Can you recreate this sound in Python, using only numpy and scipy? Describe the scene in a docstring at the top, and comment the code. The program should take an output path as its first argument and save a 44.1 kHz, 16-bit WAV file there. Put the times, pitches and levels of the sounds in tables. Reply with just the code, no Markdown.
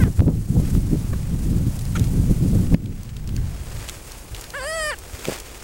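"""Gulls squabbling over food on a sand dune: a few short yelps, then one long arched squeal.
Each call is the pulsing of the syrinx, coloured by throat and bill; the soft sand returns little echo.
Wind buffets the camera microphone for three seconds, over blown sand and the wash of the shore.
Its hardest blows trip the limiter, which ducks everything, hiss included. As the wind drops, something
close by, probably a food bag, crinkles and is shaken once, puffing air at the microphone."""
import sys
import numpy as np
from scipy import signal
from scipy.fft import rfft, irfft, next_fast_len
from scipy.io import wavfile
from scipy.ndimage import uniform_filter1d

SR = 44100
rng = np.random.default_rng(int(sys.argv[2]) if len(sys.argv) > 2 else 0)


def to_wav(s):
    """Save 16-bit WAV."""
    ch = np.atleast_2d(s).T  # columns
    pcm = np.round(np.clip(ch, -1, 1) * 32767)  # PCM
    wavfile.write(sys.argv[1], SR, pcm.astype(np.int16))


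N = 248283
TIME = np.arange(N) / SR
BAND_EDGE_HZ = 15950

# short calls, bill nearly shut:
# start_s, length_s, top_pitch_hz, effort_db, bass_db, treble_db, throat_scale, bill_hz
YELPS = [(-.022, 0.11, 540, -30.5, -8.5, -19, 1.05, 1750), (1.129, 0.018, 602, -31.5, -3, -19, 0.8, 1900),
         (1.951, .03, 474, -27, -18, -12, 0.805, 3450), (3.374, 0.015, 556, -37.5, -17, -16, 1.04, 1700)]
# resonances of a gull's throat, before each call scales them: centre_hz, width_hz, gain_db
THROAT_RESONANCES = [(644, 310, -1), (1140, 1130, -4), (1810, 340, 2), (2420, 170, -19), (3100, 350, -9.5),
                     (5000, 770, -11.5), (8150, 660, -7.5), (8980, 530, -8), (10660, 850, -14)]
# the breeze between gusts, dying away after three seconds: time_s, level_db
BREEZE = [(0, -18), (.15, -26.5), (.3, -23), (.46, -23.5), (.66, -19.5), (1.2, -25.5), (1.45, -23),
          (1.77, -26), (2.1, -21), (2.68, -23), (2.85, -17), (3.08, -26.5), (3.36, -23), (3.57, -31),
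          (3.75, -34), (4.0, -40), (4.8, -39.5), (5.63, -42)]
# wind gusts on the microphone, plus a puff of air from the shaken bag near 5.3 s:
# peak_s, length_s, rumble_db, flutter_db
GUSTS_AND_PUFF = [(0.052, 0.07, -13.5, -13.5), (.225, 0.045, -16, -8.5), (.288, 0.039, -22, -5),
                  (0.358, .08, -12.5, -16.5), (0.508, 0.026, -21, -19), (0.58, 0.072, -14.5, -11.5),
                  (0.764, 0.047, -12, -18), (0.939, 0.04, -33, -17), (1.139, 0.04, -20, -23.5),
                  (1.33, 0.051, -35, -23.5), (1.55, 0.17, -22, -21.5), (1.679, 0.03, -19, -21),
                  (1.995, .06, -33, -21), (2.188, 0.1, -28, -20), (2.308, 0.03, -16.5, -14.5),
                  (2.439, 0.038, -22, -15.5), (2.566, 0.14, -19.5, -19), (2.744, 0.039, -13, -12),
                  (3.382, .12, -22, -32.5), (3.768, 0.081, -29, -55), (4.33, 0.039, -33, -60),
                  (5.295, 0.039, -48, -29.5)]
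# large eddies on the microphone: frequency_hz, gain_db
RUMBLE_SPECTRUM = [(8, -3.5), (20, -4), (35, 3), (70, 0), (115, 0.5), (145, -9), (220, -51)]
# nearly still air on the microphone: frequency_hz, gain_db
CALM_SPECTRUM = [(8, -8), (20, -2), (55, 4), (85, -5.5), (130, -8), (220, -41)]
# small eddies on the microphone: frequency_hz, gain_db
FLUTTER_SPECTRUM = [(85, -33), (130, 1), (170, 0.5), (230, -6), (310, -12.5), (450, -25), (650, -41.5),
                    (1000, -57), (2000, -71), (5000, -93)]
# thumps on the microphone, from wind and, near 5.3 s, the shaken bag's puff: peak_s, peak_db, pitch_hz
THUMPS = [(.039, -3.5, 171), (.195, 2.5, 75), (.206, 5.5, 115), (.221, -3.5, 420), (.264, 2, 83.5),
          (.281, 1.5, 275), (.286, -9, 570), (0.508, -2, 131), (0.595, -5, 105.7), (.752, -6, 138),
          (.777, -3, 118), (.932, -6, 188), (2.019, -8, 89), (2.200, -5, 145), (2.555, -9, 120),
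          (2.729, -3.5, 89), (2.747, 6.5, 178), (5.144, -22, 60.5), (5.278, -21, 380), (5.286, -9.5, 360),
          (5.291, -16, 520), (5.297, -15, 400), (5.323, -17.5, 550)]
# fizz of sand blowing over the dune: time_s, level_db
SAND_LEVELS = [(0, -42.5), (.6, -41.5), (1.0, -47.5), (1.7, -46.5), (2.0, -44.5), (2.7, -46.5),
               (2.95, -50.5), (3.3, -58), (3.9, -47), (5.63, -51)]
# colour of that fizz: frequency_hz, gain_db
SAND_SPECTRUM = [(300, 2), (1500, -2.5), (3500, -5.5), (6500, 1.5), (8600, 3), (10300, 1.5), (12500, -3),
                 (15500, -7)]
# steady wash of the shore: frequency_hz, gain_db
SHORE_SPECTRUM = [(100, 4.5), (400, 8.5), (900, 2), (1600, -5), (3500, -9), (8500, -13), (12000, -22),
                  (15500, -25)]
# moves of the bag, each swelling and dying away: peak_s, rise_s, fall_s, level_db
BAG_MOVES = [(.66, 0.041, 0.04, -41.5), (2.03, 0.08, .05, -46), (3.03, 0.23, .12, -42.5),
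             (3.89, 0.24, 0.081, -40.5), (4.12, 0.054, .05, -43), (4.37, 0.019, 0.1, -42),
             (5.2, .15, .08, -43.5), (5.32, 0.09, 0.052, -32.5), (5.55, 0.31, .2, -44)]
# colour of the bag's rustle: frequency_hz, gain_db
BAG_SPECTRUM = [(150, -2), (400, 7.5), (1000, 3), (2600, 1.5), (5000, -1.5), (8000, -2), (11000, -6.5),
                (15500, -10)]
# single creases snapping: start_s, peak_db, centre_hz, t60_s
CRINKLES = [(1.791, -26, 5960, 0.03), (1.853, -27.5, 5500, .012), (1.996, -18, 5000, 0.0057),
            (2.041, -27, 5200, .025), (2.859, -21, 2500, 0.014), (3.033, -19, 7200, .016),
            (3.092, -29.5, 2980, .035), (3.167, -21.5, 3450, 0.016), (3.275, -23.5, 5000, .018),
            (3.291, -27, 3100, .019), (3.365, -20, 4180, 0.0065), (3.889, -15.5, 3350, 0.0069),
            (3.896, -15.5, 3400, .01), (4.119, -23, 5400, .017), (4.347, -21.5, 3280, 0.028),
            (4.365, -23.5, 3800, .012), (4.411, -23.5, 6700, 0.033), (4.441, -24, 3150, .012),
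            (4.504, -25, 4200, .015), (4.987, -27.5, 7900, .03), (5.254, -15.5, 3030, 0.0086),
            (5.401, -22, 6600, .01)]
# the long call: time_s, pitch_hz, effort_db, gape (0 bill shut, 1 wide open)
SQUEAL = [(4.534, 419, -34.5, 0.14), (4.551, 535, -28.5, 0.2), (4.570, 585, -29, 0.34),
          (4.605, 503.6, -31.5, 0.28), (4.645, 542, -29, 0.7), (4.679, 623, -27.5, 1),
          (4.761, 658, -26, 0.83), (4.805, 630.5, -25, 0.81), (4.85, 610, -24.5, 1),
          (4.903, 596, -24.5, 0.93), (4.924, 477, -28, 0), (4.950, 371, -30.5, 0)]


def amp(db):
    """Decibels to gain."""
    return 10 ** (np.asarray(db) / 20)


def unit_rms(x):
    """Scales to an rms of 1."""
    return x / np.sqrt(np.mean(x ** 2) + 1e-20)


def curves(rows, t):
    """Each column of a table, joined by straight lines in time."""
    times, *columns = np.transpose(rows)
    return [np.interp(t, times, column) for column in columns]


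def add(mix, start_s, sound):
    """Mixes a sound in at a time."""
    part = mix[max(round(start_s * SR), 0):][:len(sound)]
    part += sound[:len(part)]


def coloured(x, spectrum):
    """Gives a signal a spectrum and an rms of 1."""
    hz, db = np.transpose(spectrum)
    size = next_fast_len(len(x), real=True)
    f = np.fft.rfftfreq(size, 1 / SR)
    gain = amp(np.interp(np.log(f + 1), np.log(hz), db))
    return unit_rms(irfft(rfft(x, size) * gain, size)[:len(x)])


def drift(count, hz):
    """Smooth random wander of rms about 1, moving at up to about hz."""
    size = next_fast_len(count + SR // 10, real=True)
    f = np.fft.rfftfreq(size, 1 / SR)
    return unit_rms(irfft(rfft(rng.standard_normal(size)) * np.exp(-(f / hz) ** 2), size))[:count]


def swell(peak_s, rise_s, fall_s):
    """A rounded hump of height 1."""
    return np.exp(-((TIME - peak_s) / np.where(TIME < peak_s, rise_s, fall_s)) ** 2)


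def throat(hz, bill_hz, bill_width_hz=250, bill_db=-8.5, valley_db=-42):
    """Complex gain of throat and bill: steep resonances with dark valleys between them."""
    resonances = THROAT_RESONANCES + [(bill_hz, bill_width_hz, bill_db)]
    poles = [(amp(db), 1 + 2j * (hz - centre) / width) for centre, width, db in resonances]
    level = np.sqrt(sum((2 * gain / (1 + abs(pole) ** 2)) ** 2 for gain, pole in poles))
    lag = sum(np.angle(pole) * gain for gain, pole in poles)
    return (level + amp(valley_db)) * np.exp(-1j * lag)


def gull(t, hz, effort_db, bass_db, treble_db, strain, throat_scale, bill_hz,
         bass_hz=1050, treble_hz=4500, attack_s=0.0047, release_s=0.01):
    """The syrinx pulses; under strain, strong and weak beats alternate and add half harmonics."""
    slack = np.clip((520 - hz) / 130, 0, 1)  # at low pitch the membranes loosen and rasp
    jitter = 0.0045 * (1 + 3 * slack + 5 * strain)
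    cycles = np.cumsum(hz * (1 + jitter * drift(len(t), 240))) / SR
    doubling = (strain + 0.19 * slack) * (1 + 0.5 * drift(len(t), 120))
    voice = np.zeros(len(t))
    for half in range(2, 56):
        f = half / 2 * hz
        share = doubling if half % 2 else 1
        tilt_db = bass_db / (1 + (f / bass_hz) ** 8) + treble_db / (1 + (treble_hz / f) ** 4)
        nasal_db = -4 * np.exp(-((f - 3970) / 370) ** 2)  # a dip between the throat's resonances
        waver_db = 3 * np.sqrt(np.minimum(f / treble_hz, 2)) * drift(len(t), 18.5)
        resonance = throat(f / throat_scale, bill_hz / throat_scale)
        partial = (resonance * np.exp(1j * np.pi * half * cycles)).real
        voice += share * (f < BAND_EDGE_HZ) * amp(tilt_db + nasal_db + waver_db) * partial
    voice /= np.sqrt(uniform_filter1d(voice ** 2, size=500) + 1e-12)  # effort sets the level below
    # a little air escapes with each pulse
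    puffs = rng.standard_normal(len(t)) * (1 + np.cos(2 * np.pi * cycles))
    f = np.fft.rfftfreq(len(t), 1 / SR) + 1
    colour = throat(f, bill_hz.mean()) / (1 + (bass_hz / f) ** 2) / np.hypot(1, f / treble_hz)
    rasp = amp(-24.5 + 13 * slack + 24 * strain) * unit_rms(irfft(rfft(puffs) * colour, len(t)))
    envelope = np.minimum((t - t[0]) / attack_s, 1) * np.minimum((t[-1] - t) / release_s, 1)
    return envelope * amp(effort_db) * (voice + rasp)


def yelp(start_s, length_s, top_hz, effort_db, bass_db, treble_db, throat_scale, bill_hz):
    """A short call flicks up, then sags, fades and breaks up; throat and bill follow the pitch."""
    t = TIME[(TIME >= start_s) & (TIME < start_s + length_s)]
    progress = (t - start_s) / length_s
    bend = np.interp(progress, [0, 0.22, 1], [0.9, 1, 0.67])
    sink = bend ** 0.43
    fade_db = -12.5 * progress ** 2
    strain = 0.33 * progress ** 2
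    return t[0], gull(t, top_hz * bend, effort_db + fade_db, bass_db, treble_db,
                      strain, throat_scale * sink, bill_hz * sink)


def dune_echo(calls, echo_db=-27, t60_s=0.16, delay_s=0.008):
    """The calls reach the microphone directly, with a faint, short tail scattered by soft sand."""
    t = np.arange(SR // 2) / SR
    tail = rng.standard_normal(len(t)) * amp(-60 * t / t60_s) * (t > delay_s)
    return calls + amp(echo_db) * signal.fftconvolve(calls, tail / np.linalg.norm(tail))[:N]


def airflow_levels(flutter_growth=1.47):
    """Rumble and flutter in dB: gusts and the bag's puff over a breeze whose flutter grows fastest."""
    breeze_db, = curves(BREEZE, TIME)
    rumble_power = amp(breeze_db) ** 2
    flutter_power = amp(-31 + flutter_growth * (breeze_db + 25.5)) ** 2
    for peak_s, length_s, rumble_db, flutter_db in GUSTS_AND_PUFF:
        surge = swell(peak_s, length_s / 2, length_s / 2)
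        rumble_power += surge * amp(rumble_db) ** 2
        flutter_power += surge * amp(flutter_db) ** 2
    return 10 * np.log10(rumble_power), 10 * np.log10(flutter_power)


def turbulence(spectrum, steadiness):
    """Low noise whose chance swells are partly smoothed, so that the airflow's level shapes it."""
    noise = coloured(rng.standard_normal(N), spectrum)
    power = uniform_filter1d(uniform_filter1d(noise ** 2, size=1800), size=1800)
    return unit_rms(noise / (power + 1e-6) ** (steadiness / 2))


def airflow(calm_db=-41, blowing_db=-30, dull_hz=215):
    """Wind and the bag's puff on the microphone: big eddies rumble, small ones flutter, gusts tear."""
    rumble_db, flutter_db = airflow_levels()
    blowing = np.clip((rumble_db - calm_db) / (blowing_db - calm_db), 0, 1)
    rumble = np.sqrt(blowing) * turbulence(RUMBLE_SPECTRUM, steadiness=0.6)
    rumble += np.sqrt(1 - blowing) * turbulence(CALM_SPECTRUM, steadiness=0.16)
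    bright = turbulence(FLUTTER_SPECTRUM, steadiness=0.77)
    dull = signal.sosfiltfilt(signal.butter(2, dull_hz, fs=SR, output="sos"), bright)
    brightness = np.interp(flutter_db, [-33, -20], [0.49, 1])
    flutter = dull + brightness * (bright - dull)
    tear = coloured(rng.standard_normal(N), [(200, -11), (450, 7.5), (800, -9.5), (1500, -26), (4000, -65)])
    tear_db = -42 + 1.37 * (flutter_db + 18.5) + 4.2 * drift(N, 61)
    return amp(rumble_db) * rumble + amp(flutter_db - 1) * flutter + amp(tear_db) * tear


def blown_sand(flicker_db=2):
    """Sand blowing over the dune makes a restless fizz."""
    level_db, = curves(SAND_LEVELS, TIME)
    return amp(level_db + flicker_db * drift(N, 42)) * coloured(rng.standard_normal(N), SAND_SPECTRUM)


def shore(level_db=-46.5):
    """The shore lies behind everything as a steady, dull wash."""
    return amp(level_db) * coloured(rng.standard_normal(N), SHORE_SPECTRUM)


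def thumps(spread_cycles=0.46):
    """Wind or the bag's puff hits the microphone: a push of pressure with a suck before and after."""
    out = np.zeros(N)
    t = np.arange(-SR // 25, SR // 25) / SR
    for peak_s, peak_db, hz in THUMPS:
        push = amp(peak_db) * np.cos(2 * np.pi * hz * t) * np.exp(-(hz * t / spread_cycles) ** 2)
        out += np.interp(TIME - peak_s, t, push, left=0, right=0)
    return out


def bag_rustle(rest_db=-51.5, creases_per_s=3000, spread_db=3, rub_share=0.59, clump_db=2):
    """Close to the microphone, rubbing and countless tiny creases make the bag rustle."""
    move_power = sum(amp(db) ** 2 * swell(peak_s, rise, fall) for peak_s, rise, fall, db in BAG_MOVES)
    level_db = 10 * np.log10(amp(rest_db) ** 2 + move_power)
    sizes = amp(spread_db * np.minimum(rng.exponential(1, N), 4))
    creases = sizes * (rng.random(N) < creases_per_s / SR)
    # each crease fizzes for about a millisecond, in one of eight ways
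    shapes = rng.standard_normal((8, 96)) * np.exp(-np.arange(96) / 25)
    kind = rng.integers(0, len(shapes), N)
    crackle = sum(signal.oaconvolve(creases * (kind == k), shape)[:N] for k, shape in enumerate(shapes))
    envelope = amp(level_db + clump_db * drift(N, 86))
    rubbing = rub_share * rng.standard_normal(N)
    return envelope * coloured(unit_rms(crackle) + rubbing, BAG_SPECTRUM)


def bag_crinkles(relative_width=0.77, rise_s=0.00081, scrape_db=-18, scrape_s=0.004):
    """A single crease scrapes faintly as it bends, then gives way with a snap."""
    out = np.zeros(N)
    t = np.arange(-1024, 2048) / SR
    f = np.fft.rfftfreq(len(t), 1 / SR) + 1
    scrape = amp(scrape_db) * np.exp(-abs(t) / scrape_s)
    onset = np.maximum(np.clip(1 + t / rise_s, 0, 1) ** 2, scrape)
    for start_s, peak_db, hz, t60_s in CRINKLES:
        burst = rng.standard_normal(len(t)) * onset * amp(-60 * np.maximum(t, 0) / t60_s)
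        snap = irfft(rfft(burst) / (1 + 1j * (f / hz - hz / f) / relative_width))
        add(out, start_s + t[0], amp(peak_db) * snap / abs(snap).max())
    return out


def squeal(easy_db=-26, thinning=2.5, crack_at_s=4.638, crack_length_s=0.04):
    """The long call: an opening bill raises its resonance and lets out bass and treble."""
    t = np.arange(SQUEAL[0][0], SQUEAL[-1][0], 1 / SR)
    hz, effort_db, gape = curves(SQUEAL, t)
    crack = np.exp(-(2 * (t - crack_at_s) / crack_length_s) ** 2)  # the voice cracks on the way up
    strain = 0.012 + 0.34 * crack
    press_db = gape * (effort_db - easy_db)  # pressing harder thins the fundamental
    bass_db = np.interp(gape, [0, 1], [-8.5, 3.5]) - thinning * press_db
    treble_db = np.interp(gape, [0, 1], [-20.5, 0.5]) + 3 * crack
    throat_scale = np.interp(gape, [0, 1], [0.89, 0.989])
    bill_hz = np.interp(gape, [0, 1], [2880, 5310])
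    return t[0], gull(t, hz, effort_db, bass_db, treble_db, strain, throat_scale, bill_hz)


def scene():
    """One microphone on the dune: gulls out on the sand, the bag close by, wind on the capsule."""
    calls = np.zeros(N)
    for row in YELPS:
        add(calls, *yelp(*row))
    add(calls, *squeal())
    mix = dune_echo(calls) + airflow() + blown_sand() + shore() + thumps() + bag_rustle() + bag_crinkles()
    return mix[None]


def record(dry, ceiling_db=-3, step_db=3.3, recovery_db_per_s=18, whine_hz=15734, whine_db=-60.5):
    """The camera's limiter ducks in clicking steps and recovers slowly; a whine and band limit follow."""
    over_db = np.maximum(20 * np.log10(abs(dry[0]) + 1e-9) - ceiling_db, 0)
    stepped_db = step_db * np.ceil(over_db / step_db)
    recovery_db = TIME * recovery_db_per_s
    cut_db = np.maximum.accumulate(stepped_db + recovery_db) - recovery_db
    limited = dry * amp(-uniform_filter1d(cut_db, size=5))
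    whine = amp(whine_db) * np.sqrt(2) * np.sin(2 * np.pi * whine_hz * TIME)
    lowpass = signal.firwin(1023, BAND_EDGE_HZ, window=("kaiser", 9), fs=SR)
    return signal.oaconvolve(limited + whine, lowpass[None], "same")


dry = scene()
out = record(dry)
to_wav(out)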